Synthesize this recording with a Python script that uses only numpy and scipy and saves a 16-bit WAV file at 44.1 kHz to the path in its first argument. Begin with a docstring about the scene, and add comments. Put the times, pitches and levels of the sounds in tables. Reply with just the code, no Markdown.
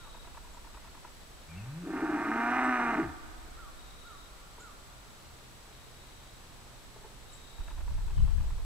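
"""First a lens drive ticks close by, over a thin camera whine, faint bird calls and a light breeze.
Then a cow some way off moos once: fold pulses and turbulence ring nose and mouth resonances,
as a rising closed-mouth hum breaks into a hoarse, open bellow. Boards knock dully; birds are gliding
near-sines, a far engine is two wavering harmonics, and a gust of filtered noise rumbles at the end."""
import sys
import numpy as np
from scipy import signal
from scipy.fft import rfft, irfft
from scipy.io import wavfile
from scipy.ndimage import uniform_filter1d

SR = 44100
rng = np.random.default_rng(int(sys.argv[2]) if len(sys.argv) > 2 else 0)


def generate_wav(sig):
    """Save sig (samples, or channels by samples) to the path in sys.argv[1] as 16-bit PCM at SR."""
    pcm = np.round(np.clip(np.atleast_2d(sig).T, -1, 1) * 32767).astype(np.int16)
    wavfile.write(sys.argv[1], SR, pcm)


N = 381448
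TIME = np.arange(N) / SR


def from_db(db):
    """Decibels to gain."""
    return 10 ** (np.asarray(db) / 20)


def rms_one(x):
    """Scale to rms 1."""
    return x / np.sqrt(np.mean(x ** 2) + 1e-20)


def in_time(rows, start_s=0):
    """Each column of a curve, interpolated at every sample."""
    s, *columns = np.transpose(rows)
    return [np.interp(TIME - start_s, s, column) for column in columns]


def at_hz(points, hz):
    """Read a spectrum on a log-frequency axis."""
    f, value = np.transpose(points)
    return np.interp(np.log(hz + 1e-3), np.log(f), value)


def between(start_s, end_s, fade_s):
    """Gate that fades in after start and out before end."""
    return np.clip(np.minimum(TIME - start_s, end_s - TIME) / fade_s, 0, 1)


def attack(start_s, length_s):
    """Gain that rises linearly from 0 to 1."""
    return np.clip((TIME - start_s) / length_s, 0, 1)


def bump(s, db, length_s):
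    """Brief bell-shaped swell."""
    return from_db(db) * np.exp(-((TIME - s) / length_s) ** 2)


def cut(x, hz, kind, order=2):
    """Butterworth filter."""
    return signal.sosfilt(signal.butter(order, hz, kind, fs=SR, output="sos"), x + 1e-18)


def drift(rate_hz):
    """Random wavering up to the given rate, rms 1."""
    return rms_one(cut(rng.standard_normal(N + SR), rate_hz, "low")[SR:])


def running_sine(hz):
    """Sine that follows a varying frequency."""
    return np.sin(2 * np.pi * np.cumsum(hz) / SR)


def resonate(x, hz, width_hz):
    """Two-pole resonance, gain 1 at its top."""
    r = np.exp(-np.pi * width_hz / SR)
    zeros = np.array([1, 0, -1]) * (1 - r * r) / 2
    poles = [1, -2 * r * np.cos(2 * np.pi * hz / SR), r * r]
    return signal.lfilter(zeros, poles, x + 1e-18)


def body(x, modes):
    """Parallel resonances, each passed twice so that the valleys stay dark."""
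    out = 0
    for hz, width_hz, db in modes:
        pass_hz = width_hz * 1.53  # two passes narrow the peak again
        out = out + from_db(db) * resonate(resonate(x, hz, pass_hz), hz, pass_hz)
    return out


def even(x):
    """Hold the short-term level at 1."""
    return x / np.sqrt(np.abs(uniform_filter1d(x * x, size=2400)) + 1e-12)


def pan(x, left_db):
    """Place a sound by level difference, left minus right."""
    return np.array([x * from_db(left_db / 2), x * from_db(-left_db / 2)])


# hum onset, break into the bellow, folds go slack
HUM_S, BREAK_S, SLACK_S = 1.454, 1.81, 3.02
SLACK_OCTAVES_PER_S, SLACK_DB_PER_S = 31, 143
# vocal folds before slackening: (time [s], pitch [Hz])
FOLD_PITCH = [(1.45, 71.2), (1.55, 86.1), (1.65, 115.6), (1.79, 173.3), (1.9, 191.6), (2.36, 231.4),
              (2.47, 236.2), (2.56, 255.3), (2.68, 253.7), (2.88, 236.4), (3.02, 199.3)]
# hoarseness, clipped to 0-1 in use: (time [s], roughness [ratio])
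HOARSENESS = [(1.78, 0.05), (1.88, 0.99), (2.26, 1.02), (2.44, 0.51), (2.57, .76), (2.72, .35),
              (2.88, 0.71), (3.0, 0.97), (3.05, .6)]
# mouth opening: (time [s], level above the closed mouth [dB])
MOUTH_OPENING = [(1.81, -2), (1.96, 17.5), (2.14, 21), (2.28, 23), (2.53, 28.5), (2.73, 29), (2.95, 26),
                 (3.02, 20.5)]


def voice_controls():
    """Pitch, roughness, mouth opening and breath gain; slack folds drop in pitch and die away."""
    slack_s = np.clip(TIME - SLACK_S, 0, None)
    pitch_hz = np.maximum(in_time(FOLD_PITCH)[0] * 2 ** (-SLACK_OCTAVES_PER_S * slack_s), 40)
    rough = np.clip(in_time(HOARSENESS)[0], 0, 1)
    breath = between(HUM_S, 3.2, .05) * from_db(-SLACK_DB_PER_S * slack_s)
    return pitch_hz, rough, in_time(MOUTH_OPENING)[0], breath


def vocal_folds(pitch_hz, rough):
    """Phase, pulses and rasp: strained folds beat in groups of two and four and lose step at random."""
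    cycles = np.cumsum(pitch_hz * (1 + .045 * rough ** 2 * drift(89))) / SR
    phase = 2 * np.pi * cycles
    pulses = rms_one(np.diff(np.floor(cycles), prepend=0))
    pairs = 0.61 * np.cos(phase / 2 + 0.42 * drift(15))
    fours = 0.29 * np.cos(phase / 4 + 1.7 * drift(24))
    pulses = pulses * (1 + pairs + fours + 0.32 * rough * drift(140))
    # one short puff of turbulence per cycle
    puffs = .2 + np.cos(phase / 2) ** 4
    rasp = rough * rms_one(rng.standard_normal(N) * puffs)
    return phase, pulses, rasp


HUM_DB, HUM_ATTACK_S, HUM_FOLLOWS_MOUTH, HUM_CHAOS_LOSS_DB = -42, .18, 0.19, 11


def hum(phase, pitch_hz, rough, mouth_db):
    """Fundamental and second harmonic; it grows as the mouth opens and loses strength to chaos."""
    # the second is strong only within a closed-mouth resonance: (frequency [Hz], level [dB])
    closed_mouth = [(150, 0.0), (190, -1.0), (235, -21), (340, -15.5), (430, -11), (470, -20), (510, -18)]
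    second = from_db(at_hz(closed_mouth, 2 * pitch_hz))
    slip = 1.1 * rough ** 3 * drift(45)  # chaos blurs the fundamental's line
    gain_db = HUM_DB + HUM_FOLLOWS_MOUTH * mouth_db - HUM_CHAOS_LOSS_DB * rough ** 4
    tone = np.sin(phase + slip) + second * np.sin(2 * phase)
    return from_db(gain_db) * attack(HUM_S, HUM_ATTACK_S) * np.sqrt(2) * tone


# sudden growl surges: (time [s], peak level [dB])
GROWL_SURGES = [(1.948, -32), (2.035, -24.5), (2.101, -26.5), (2.146, -27.5), (2.295, -27), (2.688, -31.5),
                (2.997, -25), (3.024, -31.5)]


def growl():
    """Unsteady 317 Hz tone in short surges."""
    swell = sum(bump(s, db, 0.015) for s, db in GROWL_SURGES)
    return swell * running_sine(317 * (1 + .06 * drift(71)))


NOSE_DB, NOSE_ATTACK_S, NOSE_ROUGH_DB = -38.5, 0.055, 6.5


def nose(pulses, rasp, rough):
    """Nasal resonance at 302 Hz; sets in at the break and grows with roughness."""
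    gain = from_db(NOSE_DB + NOSE_ROUGH_DB * (rough - 1)) * attack(BREAK_S, NOSE_ATTACK_S)
    return gain * even(body(cut(pulses * 0.31 + rasp, 211, "high", order=6), [(302, 60, 0)]))


def boards(x, scatter_db=-14, t60_s=.15):
    """Rows of fence boards throw back many small early echoes, which blur the single pulses."""
    t = TIME[:SR // 5]
    fading = rng.standard_normal(len(t)) * from_db(-60 * t / t60_s)
    response = from_db(scatter_db) * rms_one(fading) / np.sqrt(len(t))
    return x + signal.fftconvolve(x, response)[:N]


# closed-mouth levels
THROAT_DB, MUZZLE_DB, HISS_DB = -60.5, -62, -88
# upper resonances fade as the breath runs out
TIRE_S, TIRE_DB_PER_S = 2.3, 1
# above BRIGHT_HZ: dB lost per dB of closing from wide open
BRIGHT_HZ, BRIGHT_FOLLOWS_MOUTH, WIDE_OPEN_DB = 1900, 0.17, 29.5
# lower mouth resonances: (frequency [Hz], width [Hz], relative level [dB])
THROAT_MODES = [(669, 103, -7), (773, 122, 2), (904, 49, 2), (1158, 43, 4.5), (1245.6, 33, 5.5)]
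# upper mouth resonances: (frequency [Hz], width [Hz], relative level before bright loss [dB])
MUZZLE_MODES = [(1447, 100, 2), (1530, 88, 4), (1810, 81, 3), (2045, 166, -1), (2350, 152, -6),
                (2800, 79, -11.5)]
# thin hiss of the bellow: (frequency [Hz], width [Hz], relative level [dB])
HISS_MODES = [(3790, 200, -2.5), (5600, 510, -5.5)]


def open_mouth(source, mouth_db):
    """Throat, then muzzle with hiss: resonances that swell with the opening."""
    upper_db = mouth_db - TIRE_DB_PER_S * np.clip(TIME - TIRE_S, 0, None)
    throat = even(cut(body(source, THROAT_MODES), 590, "high", order=6))
    bright_db = BRIGHT_FOLLOWS_MOUTH * (upper_db - WIDE_OPEN_DB)
    opened = [(hz, width_hz, db + bright_db * (hz > BRIGHT_HZ)) for hz, width_hz, db in MUZZLE_MODES]
    muzzle = even(cut(body(source, opened), 3270, "low", order=14))
    hiss = even(body(source, HISS_MODES))
    upper = from_db(MUZZLE_DB + upper_db) * muzzle + from_db(HISS_DB + upper_db) * hiss
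    return from_db(THROAT_DB + mouth_db) * throat, upper


def cow(lag_s=.00006):
    """Fold pulses, clean in the hum and chaotic in the bellow, sound through nose and mouth."""
    pitch_hz, rough, mouth_db, breath = voice_controls()
    phase, pulses, rasp = vocal_folds(pitch_hz, rough)
    throat, upper = open_mouth(boards(pulses + 2.2 * rasp), mouth_db)
    low = hum(phase, pitch_hz, rough, mouth_db) + growl() + nose(pulses, rasp, rough)
    left, right = breath * (pan(low, 0.57) + pan(throat, -0.3) + pan(upper, -3.0))
    # the cow stands to the right, so the left port hears it later
    return np.array([np.interp(TIME - lag_s, TIME, left), right])


def strikes(events, modes, decay_s, rise_s):
    """Short gritty contacts ring a body; each event sets its peak."""
    out, count = np.zeros(N + SR), 4000
    t = TIME[:count]
    envelope = np.exp(-t / decay_s) * (1 - np.exp(-t / rise_s))
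    for (s, db), grit in zip(events, rng.standard_normal((len(events), count))):
        hit = body(grit * envelope, modes)
        at = int((s - rise_s) * SR)
        out[at:at + count] += from_db(db) * hit / np.abs(hit).max()
    return out[:N]


STEP_S, STOP_AFTER_S, STOP_DB, TICK_SPREAD_DB = .1, .026, -0.5, 1.9
# drive runs: (first step [s], end [s], typical tick peak [dB])
DRIVE_RUNS = [(0.046, 1.09, -46), (7.578, 8.64, -46.5)]
# firmest ticks in those runs: (time [s], least peak level [dB])
FIRMEST_TICKS = [(.147, -41), (.373, -40), (.773, -40.5), (1.047, -38.5), (7.879, -43), (8.279, -43.5)]
# lens housing: (frequency [Hz], width [Hz], relative level [dB])
HOUSING_MODES = [(324, 290, -5.5), (650, 124, 2), (910, 166, 8), (1354, 70, 2), (1656, 150, -1.5),
                 (2560, 180, -5.5)]


def lens_drive():
    """Even steps; the start and stop of each tick in the housing, some firmly."""
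    ticks = []
    for first_s, end_s, run_db in DRIVE_RUNS:
        for step_s in np.arange(first_s, end_s, STEP_S):
            for s, db in (step_s, run_db), (step_s + STOP_AFTER_S, run_db + STOP_DB):
                firm = [firm_db for at_s, firm_db in FIRMEST_TICKS if abs(at_s - s) < STOP_AFTER_S / 2]
                usual_db = db + TICK_SPREAD_DB * rng.standard_normal()
                ticks.append((s, max([usual_db] + firm)))
    return strikes(ticks, HOUSING_MODES, decay_s=0.0068, rise_s=.003)


# dull knocks in the pens: (time [s], peak level before echoes [dB])
PEN_KNOCKS = [(4.578, -44.5), (6.958, -44), (7.008, -48), (7.04, -40.5), (7.055, -47), (8.433, -48)]
# board resonances: (frequency [Hz], width [Hz], relative level [dB])
BOARD_MODES = [(420, 60, 14), (621, 59, 12), (925, 145, 12), (1250, 290, -2)]


def pen_knocks():
    """Dull contacts ring the boards."""
    return strikes(PEN_KNOCKS, BOARD_MODES, decay_s=0.01, rise_s=0.00143)


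def bird(calls, shape, waver):
    """Near-sine that follows the same glide at every call; a quick waver makes it husky."""
    out, flutter = np.zeros(N), 1 + waver * drift(193)
    for s, hz, db in calls:
        ratio, level_db = in_time(shape, s)
        gate = between(s, s + shape[-1][0], 0.0027)
        out += from_db(db + level_db) * gate * running_sine(hz * ratio * flutter)
    return out


# whistling bird: (start [s], pitch [Hz], level [dB])
WHISTLE_CALLS = [(-.04, 1426, -56.5), (3.55, 1417, -52), (4.025, 1430, -51), (4.58, 1466, -51.5)]
# its arch: (time from start [s], pitch [ratio], added level [dB])
WHISTLE_ARCH = [(0, .77, -18), (.02, .88, -6), (.035, .98, -3), (.052, 1, 0), (.085, .91, 0),
                (.115, .81, -2), (.135, .79, -4), (.16, .82, -18)]
# small bird's chips: (start [s], pitch [Hz], level [dB])
CHIP_CALLS = [(.515, 7200, -65), (2.622, 7870, -58.5), (4.585, 7030, -57.5), (7.315, 7450, -55.5)]
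# their dip: (time from start [s], pitch [ratio], added level [dB])
CHIP_DIP = [(0, 1.8, -22), (.012, 1.08, -3), (.022, 1, 6), (.032, 1.01, -1.5), (.045, 1.07, 0),
            (.065, 1.1, -20)]
# faint falling notes: (start [s], pitch [Hz], level [dB])
SLUR_CALLS = [(.79, 2130, -72), (1.485, 2490, -63), (1.55, 2810, -63), (8.15, 3200, -69)]
# their slide: (time from start [s], pitch [ratio], added level [dB])
SLUR_SLIDE = [(0, 0.89, 0), (0.029, 0.97, 8.5), (.08, 0.85, 1), (.14, .82, -8)]


def calling_birds():
    """Arched whistles right of centre; dipping chips and falling slurs left of it."""
    small = bird(CHIP_CALLS, CHIP_DIP, waver=0.022) + bird(SLUR_CALLS, SLUR_SLIDE, waver=0.0232)
    return pan(bird(WHISTLE_CALLS, WHISTLE_ARCH, waver=0.008), -2.5) + pan(small, 1.5)


# trilling bird: (start [s], end [s], mean level [dB])
TRILL_RUNS = [(-.1, 0.288, -62), (3.763, 4.287, -63), (5.696, 6.4, -68.5), (7.26, 7.761, -62)]


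def trill(notes_per_s=36, top_hz=3930, fall_hz=330, waver=.009):
    """Quick, slightly uneven run of tiny husky notes, each sliding down."""
    note = np.cumsum(notes_per_s * (1 + .09 * drift(9.9))) / SR % 1  # 0-1 within each note
    runs = sum(from_db(db) * between(start_s, end_s, 0.026) for start_s, end_s, db in TRILL_RUNS)
    level = runs * from_db(1.0 * drift(25))
    hz = (top_hz - fall_hz * note ** 1.2) * (1 + waver * drift(254))
    return level * np.sin(np.pi * note ** 0.6) ** 0.87 * running_sine(hz)


def whine():
    """Camera electronics whistle at 7875 Hz in 30 bursts a second, once for each picture."""
    bursts = np.tanh(3 * (np.sin(2 * np.pi * 30 * TIME) + .5)) + 1
    tone = np.sin(2 * np.pi * 7875 * TIME + .7 * drift(25))
    return from_db(-71.5) * bursts * tone


FAST_EDDY_DB, FAST_EDDY_FOLLOWS, GUST_TOP_DB = 4, 0.98, -23
BUFFET_RISE_DB_PER_S, BUFFET_FALL_DB_PER_S = 550, 330
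# breeze, then gust: (time [s], level before wind() adds 3.5 dB [dB])
BREEZE_LEVEL = [(0, -53.5), (.7, -54), (.95, -57), (2.5, -60), (3.3, -51), (3.75, -53), (4, -56),
                (5.3, -60.5), (7.53, -56), (7.72, -43), (7.93, -35), (8.14, -35.5), (8.38, -31),
                (8.65, -38)]
# buffets within the gust: (time [s], peak level before the same 3.5 dB [dB], hold [s])
GUST_BUFFETS = [(7.601, -38, 0.0096), (7.937, -38, 0.017), (8.183, -26, 0.067)]


def wind_strength():
    """Breeze in dB, with buffets that rise fast, hold and fall away."""
    power = from_db(in_time(BREEZE_LEVEL)[0]) ** 2
    for s, db, hold_s in GUST_BUFFETS:
        rise_db = BUFFET_RISE_DB_PER_S * np.clip(s - TIME, 0, 1)
        fall_db = BUFFET_FALL_DB_PER_S * np.clip(TIME - s - hold_s, 0, 1)
        power = power + from_db(db - rise_db - fall_db) ** 2
    return 10 * np.log10(power)


# wind balance: (time [s], left minus right [dB])
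WIND_SIDE = [(5.5, -1.5), (7.4, -5), (7.85, -4.5), (8.2, 4.5), (8.36, 12.5), (8.5, -2.5)]


def wind():
    """Partly shared eddies buffet the two microphone ports; stronger gusts reach higher in pitch."""
    gust_db = wind_strength()
    eddies = rng.standard_normal((2, N)) + 0.59 * rng.standard_normal(N)
    slow = rms_one(cut(cut(eddies, 42.8, "low", order=3), 11.8, "high"))
    fast = rms_one(cut(cut(rng.standard_normal((2, N)), 74.6, "low", order=3), 43.3, "high"))
    # small eddies strengthen faster than the wind itself
    fast_db = FAST_EDDY_DB + FAST_EDDY_FOLLOWS * (gust_db - GUST_TOP_DB)
    buffet = cut(slow + from_db(fast_db) * fast, 250, "low")
    steadied = buffet / np.sqrt(uniform_filter1d(buffet ** 2, size=3000) + 0.05)
    return pan(from_db(gust_db + 3.5), in_time(WIND_SIDE)[0]) * steadied


# far engine: (time [s], level [dB])
ENGINE_LEVEL = [(0, -79), (3.8, -75), (5.1, -63.5), (7.1, -65), (8.65, -85)]


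def engine():
    """Far, slightly unsteady drone on the second and third orders of a 41.27 Hz shaft."""
    phase = 2 * np.pi * np.cumsum(41.27 * (1 + 0.0084 * drift(3))) / SR
    third = (1 + .25 * drift(5)) * np.sin(3 * phase)
    second = from_db(-5) * (1 + .5 * drift(3)) * np.sin(2 * phase)
    return from_db(in_time(ENGINE_LEVEL)[0]) * np.sqrt(2) * (third + second)


# left-right likeness of the air: (frequency [Hz], correlation [ratio])
AIR_LIKENESS = [(40, 1), (130, 0.84), (300, 0.52), (640, 0.38), (1400, 0.21), (3100, 0.069), (7000, 0.068),
                (15000, 0.14)]


def stereo_noise(spectrum):
    """Steady coloured noise, alike in both ears in the bass and nearly unrelated in the treble."""
    hz = np.arange(N // 2 + 1) * SR / N
    mid, side = rfft(rng.standard_normal((2, N)))
    alike = np.clip(at_hz(AIR_LIKENESS, hz), -1, 1)
    pair = np.sqrt(1 + alike) * mid + np.sqrt(1 - alike) * side * [[1], [-1]]
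    return rms_one(irfft(pair * from_db(at_hz(spectrum, hz)), N))


AIR_DB = -53.5
# pasture air colour: (frequency [Hz], relative density [dB per Hz])
AIR_SPECTRUM = [(25, -25), (50, -0.5), (85, -9), (160, -9.5), (300, -11.5), (640, -12.5), (1190, -13),
                (1700, -16.5), (2700, -19), (4000, -17.5), (4800, -21), (7000, -23), (10000, -26),
                (15500, -32.5)]


def pasture_air():
    """Steady background noise of the open field."""
    return pan(from_db(AIR_DB), 0.36)[:, None] * stereo_noise(AIR_SPECTRUM)


# fence and tree echoes, before the wall_hz low-pass: (delay [s], level [dB])
FIELD_ECHOES = [(.013, -28), (.031, -13.5), (.058, -12.5)]


def pasture(x, t60_s=2.67, scatter_db=-13, wall_hz=2400):
    """A few dull echoes and a thin tail scattered by the trees, which return little bass."""
    t = TIME[:2 * SR]
    fading = from_db(-60 * t / t60_s) + 0.83 * np.exp(-t / 0.045)  # near fences answer first
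    tail = cut(rng.standard_normal((2, len(t))), 360, "high") * fading * np.minimum(t / 0.012, 1)
    response = rms_one(tail) * from_db(scatter_db) / np.sqrt(len(t))
    for delay_s, db in FIELD_ECHOES:
        response[:, int(delay_s * SR)] += from_db(db)
    echoes = signal.fftconvolve(x, response, axes=1)[:, :N]
    return x + cut(echoes, wall_hz, "low", order=1)


def scene():
    """Animals and knocks in the field, small noises at the camera, engine, wind and air."""
    field = pasture(cow() + pan(pen_knocks(), 0) + pan(trill(), 16.2))
    birds = pasture(calling_birds(), t60_s=3.6, scatter_db=0.0, wall_hz=7000)
    camera = lens_drive() + whine()
    return field + birds + camera + wind() + engine() + pasture_air()


CUTOFF_HZ = 15600


def record(dry):
    """Steep elliptic low-pass cuts the top."""
    return signal.sosfilt(signal.ellip(12, .1, 80, CUTOFF_HZ, fs=SR, output="sos"), dry)


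dry = scene()
out = record(dry)
generate_wav(out)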